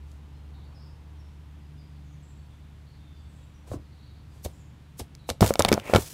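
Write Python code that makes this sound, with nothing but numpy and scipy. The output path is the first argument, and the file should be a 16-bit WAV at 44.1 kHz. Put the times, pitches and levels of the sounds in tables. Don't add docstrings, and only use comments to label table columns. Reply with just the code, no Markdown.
import sys
import numpy as np
from scipy import signal
from scipy.fft import rfft, irfft
from scipy.io import wavfile
from scipy.ndimage import uniform_filter1d

SR = 44100
rng = np.random.default_rng(int(sys.argv[2]) if len(sys.argv) > 2 else 0)


def waveform_to_disk(signal):
    frames = np.transpose(np.atleast_2d(signal))
    scaled = np.clip(frames, -1, 1) * 32767
    samples = np.round(scaled).astype(np.int16)
    wavfile.write(sys.argv[1], SR, samples)


N = 270597
TIME = np.arange(N) / SR


def undb(db):
    return 10 ** (np.asarray(db) / 20)


def unit(x):
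    return x / np.sqrt(np.mean(x ** 2))


def seconds(length):
    return np.arange(int(length * SR)) / SR


def curves(table):
    times, *columns = np.transpose(table)
    return [np.interp(TIME, times, column) for column in columns]


def add(out, start, x):
    i = int(start * SR)
    out[i:i + len(x)] += x[:len(out) - i]


def colour(x, spectrum):
    hz, db = np.transpose(spectrum)
    bins_hz = np.maximum(np.fft.rfftfreq(len(x), 1 / SR), 1)
    gain = undb(np.interp(np.log(bins_hz), np.log(hz), db))
    return unit(irfft(rfft(x) * gain, len(x)))


def band(x, lo_hz, hi_hz, order=2):
    edges = [lo_hz, min(hi_hz, .45 * SR)]
    return signal.sosfilt(signal.butter(order, edges, "band", fs=SR, output="sos"), x)


def walk(per_second):
    hold = int(SR / per_second)
    steps = np.repeat(rng.standard_normal(N // hold + 1), hold)
    return unit(uniform_filter1d(steps, hold)[:N])


def grit(spread_db, grain_samples=4):
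    sizes = undb(spread_db * np.minimum(rng.exponential(size=N // grain_samples + 1), 5))
    return rng.standard_normal(N) * np.repeat(sizes, grain_samples)[:N]


def blow(hz, cycles, rise=0.22):
    turns = hz * seconds(.12)
    swing = np.sin(2 * np.pi * turns) * np.exp(-turns / cycles) * (1 - np.exp(-turns / rise))
    return swing / np.abs(swing).max()


def garden(x, t60, wet_db):
    t = seconds(.7)
    tail = rng.standard_normal(len(t)) * undb(-60 * t / t60) * (1 - np.exp(-t / 0.0041))
    return x + undb(wet_db) * signal.fftconvolve(x, tail / np.linalg.norm(tail))[:N]


# frequency in Hz, relative level in dB.
AIR_EQ = [(30, 2.5), (300, -3), (550, -5), (1200, -4.5), (3500, -8.5), (5000, -15.5), (9000, -20.5),
          (15000, -26), (16000, -35)]
# time in seconds, level in dB.
TRAFFIC_SWELL = [(0, -66), (.7, -61), (1.3, -66), (2.3, -68)]


def air():
    hiss = colour(rng.standard_normal(N), AIR_EQ)
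    traffic_eq = [(100, -17), (300, 14), (550, 6), (950, 9), (1800, -9), (6000, -56)]
    traffic = colour(rng.standard_normal(N), traffic_eq)
    return hiss * undb(-63.5 + 0.048 * walk(3.74)) + traffic * undb(curves(TRAFFIC_SWELL)[0])


# time in seconds, firing rate in Hz, level of the second order in dB.
ENGINE_RUN = [(0, 72, -55.5), (1.2, 74, -56), (1.9, 73, -51), (2.8, 73.7, -57)]


def engine():
    firing_hz, second_db = curves(ENGINE_RUN)
    first_db = -43.5 - 1.83 * TIME
    phase = 2 * np.pi * np.cumsum(firing_hz * (1 + 0.0045 * walk(14))) / SR
    orders_db = [first_db, second_db, second_db - 18, second_db - 13, second_db - 27.5]
    drone = sum(np.sqrt(2) * undb(db + walk(7.2)) * np.sin(k * phase)
                for k, db in enumerate(orders_db, 1))
    rumble_eq = [(20, -21), (48, -3), (90, -2), (125, -1.5),
                 (210, -11.5), (320, -20.5), (600, -34.5), (4000, -82)]
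    return drone + undb(-51.5) * colour(rng.standard_normal(N), rumble_eq)


# centre in seconds, level in
# dB, half length in seconds.
LAWN_SWISHES = [(0.12, -65, 0.043), (2.547, -72, 0.05), (3.377, -67.5, 0.062), (3.683, -52.5, 0.0089),
                (3.732, -47, 0.019), (4.36, -63, 0.038), (4.522, -63, 0.077)]


def swishes():
    swell = sum(undb(db) * np.exp(-((TIME - centre) / half) ** 2 / 2) for centre, db, half in LAWN_SWISHES)
    return swell * colour(grit(2.0), [(100, 11.5), (600, 12), (2000, -5), (8000, -2.5), (16000, -15)])


# start in seconds, relative level in dB, brightness in Hz.
SNAPS = [(0.117, -39, 7000), (5.1513, -28.5, 7500), (5.301, -6.5, 4300), (5.4088, -4, 6900),
         (5.4627, -6.5, 5600), (5.4776, -7.5, 7100), (5.5387, -4.5, 7600), (5.556, -16.5, 3700),
         (5.5937, 1, 6840), (5.5982, 0, 9300), (5.6222, -3.5, 7200), (5.6489, 0.5, 4130),
         (5.661, -19, 4000), (5.685, -10, 3540), (5.6886, -4, 3960), (5.7178, -9, 5500),
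         (5.727, -0.5, 3630), (5.731, -10, 1960), (5.74, -7, 6300), (5.7987, -23.5, 3600),
         (5.9377, -9, 1750), (5.949, -7, 1900), (5.9611, -3.5, 2620)]


def clicks():
    out, t = np.zeros(N), seconds(.03)
    for start, db, hz in SNAPS:
        decay_s = .0011 * (3960 / hz) ** 1.2
        chatter = rng.standard_normal(len(t)) * np.exp(-t / decay_s)
        chatter *= np.sqrt(decay_s * SR / 2) / np.linalg.norm(chatter)
        chatter[0] = -1.35
        snap = band(chatter, hz / 2, hz * 1.095, order=1) * np.sqrt(SR / hz)
        add(out, start, undb(db - 11) * snap)
    return out


def whistle(length, start_hz, end_hz, trill):
    t = seconds(length)
    syllable = (t * 17) % 1
    waver = 0.78 * np.sin(2 * np.pi * 70 * t) + 0.403 * walk(400)[:len(t)] + 1 - 2 * syllable
    hz = np.linspace(start_hz, end_hz, len(t)) * (1 + trill * waver + 0.0081 * walk(45.2)[:len(t)])
    envelope = np.sin(np.pi * syllable) * signal.windows.tukey(len(t), .3)
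    flutter = undb(3 + 2 * walk(56)[:len(t)])
    return envelope * flutter * np.sin(2 * np.pi * np.cumsum(hz) / SR)


# start and length in seconds, pitch in Hz, relative level in dB,
# trill depth as a share of the pitch.
BIRD_PHRASES = [(0.524, .12, 3900, -69.5, .12), (0.734, 0.16, 5060, -64, 0.058),
                (1.175, .058, 5500, -70, .03), (1.767, .08, 4840, -70, 0.035),
                (2.035, 0.13, 6670, -73.5, 0.066), (2.213, 0.12, 7540, -68.5, 0.047),
                (2.5, .032, 3340, -64.5, 0.042), (2.855, 0.11, 4290, -70.5, 0.07),
                (2.93, 0.35, 3560, -70, 0.019), (3.133, 0.056, 4600, -69.5, .063),
                (3.16, 0.31, 7750, -74.5, 0.053), (3.535, .024, 5850, -66, .01),
                (3.901, .25, 4110, -67.5, 0.0915), (4.153, .035, 4450, -67, .05),
                (4.298, .035, 4760, -70, .05), (4.513, .13, 7050, -71.5, .066),
                (5.172, .14, 3990, -67, .06)]


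def birds():
    out = np.zeros(N)
    fall = .022
    for start, length, hz, db, trill in BIRD_PHRASES:
        add(out, start, undb(db) * whistle(length, hz * (1 + fall), hz * (1 - fall), trill))
    for when, pitch, slope in rng.random((30, 3)):
        hz = 3000 * 1.7 ** pitch
        far_chirp = whistle(0.0444, hz, hz * (1.06 - 0.139 * slope), trill=0.0063)
        add(out, when * N / SR, undb(-76.5) * far_chirp)
    return undb(-2) * garden(out, t60=0.59, wet_db=3)


# start in seconds, slap level in dB,
# slap pitch in Hz, thump in dB relative to the slap.
KICK_SLAPS = [(3.7161, -24.5, 536, 0.5), (3.7357, -28.5, 606, -11.5), (3.741, -25, 292, -8),
              (3.7586, -37.5, 470, 9.5)]


def kick():
    out = np.zeros(N)
    for start, db, hz, thump_db in KICK_SLAPS:
        add(out, start, undb(db) * (blow(hz, cycles=0.97) + undb(thump_db) * blow(88, cycles=0.49)))
        add(out, start, undb(db - 18.5) * blow(1030, cycles=3.6))
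    return out


# frequency in Hz, relative level in dB.
GRASS_EQ = [(60, -1), (300, 14.5), (700, 8), (1400, -7.5), (4000, -2), (8000, -9), (12000, -12),
            (16000, -33)]
# start in seconds, thump and ball ring in dB,
# seconds until it springs back, grass and blade tip gains in dB.
LAWN_BOUNCES = [(4.4469, -26, -23.5, 0.014, -26.5, -37.5), (4.9930, -30, -39, 0.025, -25, -39),
                (5.2890, -26.5, -24, .022, -18.5, -44)]


def bounces():
    out = np.zeros(N)
    blades = colour(grit(3.7), GRASS_EQ)
    thin_tips = unit(band(grit(2.3), 4700, 14000))
    crush_decay_s = 0.0096
    for start, thump_db, ring_db, contact_s, grass_db, tips_db in LAWN_BOUNCES:
        add(out, start + contact_s - .006, undb(thump_db) * blow(76, cycles=0.65))
        add(out, start + contact_s, undb(ring_db) * blow(507, cycles=0.82))
        age = np.maximum(TIME - start, 0) / crush_decay_s
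        crush = (1 - np.exp(-2 * age)) * np.exp(-age)
        brush = np.exp(-np.abs(TIME - start - .003) / 0.0066)
        out += undb(grass_db) * blades * crush + undb(tips_db) * thin_tips * brush
    return out


# start in seconds, peak in dB, pitch in Hz.
TUMBLE_KNOCKS = [(5.2907, -21, 706), (5.4085, -11.5, 606), (5.4243, -6.5, 390), (5.4276, -4, 770),
                 (5.445, -14, 465), (5.507, -6.5, 503), (5.556, -17.5, 710), (5.5946, -4, 515),
                 (5.607, -8, 830), (5.6499, -7, 750), (5.686, -17.5, 580), (5.7169, -4, 420),
                 (5.7303, -9, 317), (5.778, -13, 640), (5.898, -18, 548), (5.936, -2, 570),
                 (5.9478, -6, 743), (5.9592, -1, 474), (5.9854, -14, 367)]


def knocks():
    out = np.zeros(N)
    for start, db, hz in TUMBLE_KNOCKS:
        add(out, start, undb(db) * blow(hz, cycles=0.92, rise=0.053))
    return out


# pitch in Hz, relative level in dB, seconds to fall by 60 dB.
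CASING_MODES = [(106, -7, 0.14), (212.2, 2, 0.13), (380.7, -36, 0.0363), (549, -4, 0.11), (700, -3, 0.047),
                (1350, 21, 0.014), (1790, -5, 0.043), (2236, 16, 0.031), (3590, 9, 0.035)]


def casing(hits):
    t = seconds(.25)
    ring = sum(undb(db - 60 * t / t60) * np.cos(2 * np.pi * hz * t) for hz, db, t60 in CASING_MODES)
    return hits + undb(-50.5) * signal.fftconvolve(hits, ring)[:N]


# start and length in seconds, opening hiss in dB,
# growth in dB per second, rub in dB relative to the hiss.
SLIDE_STROKES = [(5.406, .098, -34, -28, -8), (5.497, 0.337, -55.5, -20, 5), (5.836, .115, -53, 67, 10),
                 (5.959, 0.173, -38.5, -49.5, -12.5)]


def slides():
    rubbing, hissing, age = np.zeros(N), np.zeros(N), seconds(.45)
    attack_s, release_s = 0.0019, 0.0047
    for start, length, hiss_db, growth, rub_db in SLIDE_STROKES:
        contact = (1 - np.exp(-age / attack_s)) * np.exp(-np.maximum(age - length, 0) / release_s)
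        stroke = undb(hiss_db + growth * age) * contact
        add(hissing, start, stroke)
        add(rubbing, start, undb(rub_db) * stroke)
    return rubbing, hissing


# frequency in Hz, relative level in dB.
RUB_EQ = [(30, 0), (85, 13), (200, 4.5), (550, 7.5), (1100, 1), (2200, -10.5), (3600, -13), (16000, -47)]
HISS_EQ = [(300, -30), (1500, -3.5), (4000, 1), (7000, 3.5), (12000, -0.5), (16000, -3.5)]


def friction(rubbing, hissing):
    catch = undb(2 * walk(per_second=150))
    rub = rubbing * colour(grit(2.5), RUB_EQ)
    hiss = hissing * colour(grit(2.1), HISS_EQ)
    return catch * (rub + hiss)


# pitch in Hz, relative level in dB, decay in cycles.
THUD_MODES = [(66.6, -10, 2.2), (101.3, -1, 1.52), (163.7, -1, 1.6)]
# start in seconds, thud and rub gains in dB, rub decay in seconds.
CAMERA_LANDINGS = [(5.417, -9.5, -14.5, 0.024), (5.596, -29.5, -16, 0.014), (5.652, -36, -24, 0.011),
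                   (5.678, -29, -22.5, .018), (5.72, -23, -24.5, 0.028), (5.947, -15.5, -13, .018)]


def landings():
    thuds, rubbing, age = np.zeros(N), np.zeros(N), seconds(.45)
    thud = sum(undb(db) * blow(hz, cycles) for hz, db, cycles in THUD_MODES)
    grip_s = 0.0043
    for start, thud_db, rub_db, decay_s in CAMERA_LANDINGS:
        add(thuds, start, undb(thud_db) * thud)
        drag = (1 - np.exp(-age / grip_s)) * np.exp(-age / decay_s)
        add(rubbing, start, undb(rub_db) * drag)
    return thuds, rubbing, undb(-21) * rubbing


def squeak():
    swell = np.exp(-np.abs(TIME - 5.885) / .044)
    return undb(-42) * swell * unit(band(grit(2.2), 1860, 2750))


def scene():
    background = air() + engine() + swishes() + birds()
    far_kick = garden(kick(), t60=0.18, wet_db=-5.5)
    nearer_bounces = garden(bounces(), t60=0.16, wet_db=-13)
    slide_rub, slide_hiss = slides()
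    thuds, landing_rub, landing_hiss = landings()
    tumble = casing(clicks() + knocks() + thuds)
    scrape = friction(slide_rub + landing_rub, slide_hiss + landing_hiss)
    return (background + far_kick + nearer_bounces + tumble + scrape + squeak())[None]


def record(dry):
    ceiling = 0.95
    rounded = ceiling * np.tanh(dry / ceiling)
    low_cut = signal.butter(2, 28, "high", fs=SR, output="sos")
    high_cut = signal.ellip(8, .2, 70, 15600, fs=SR, output="sos")
    return signal.sosfilt(high_cut, signal.sosfilt(low_cut, rounded))


dry = scene()
out = record(dry)
waveform_to_disk(out)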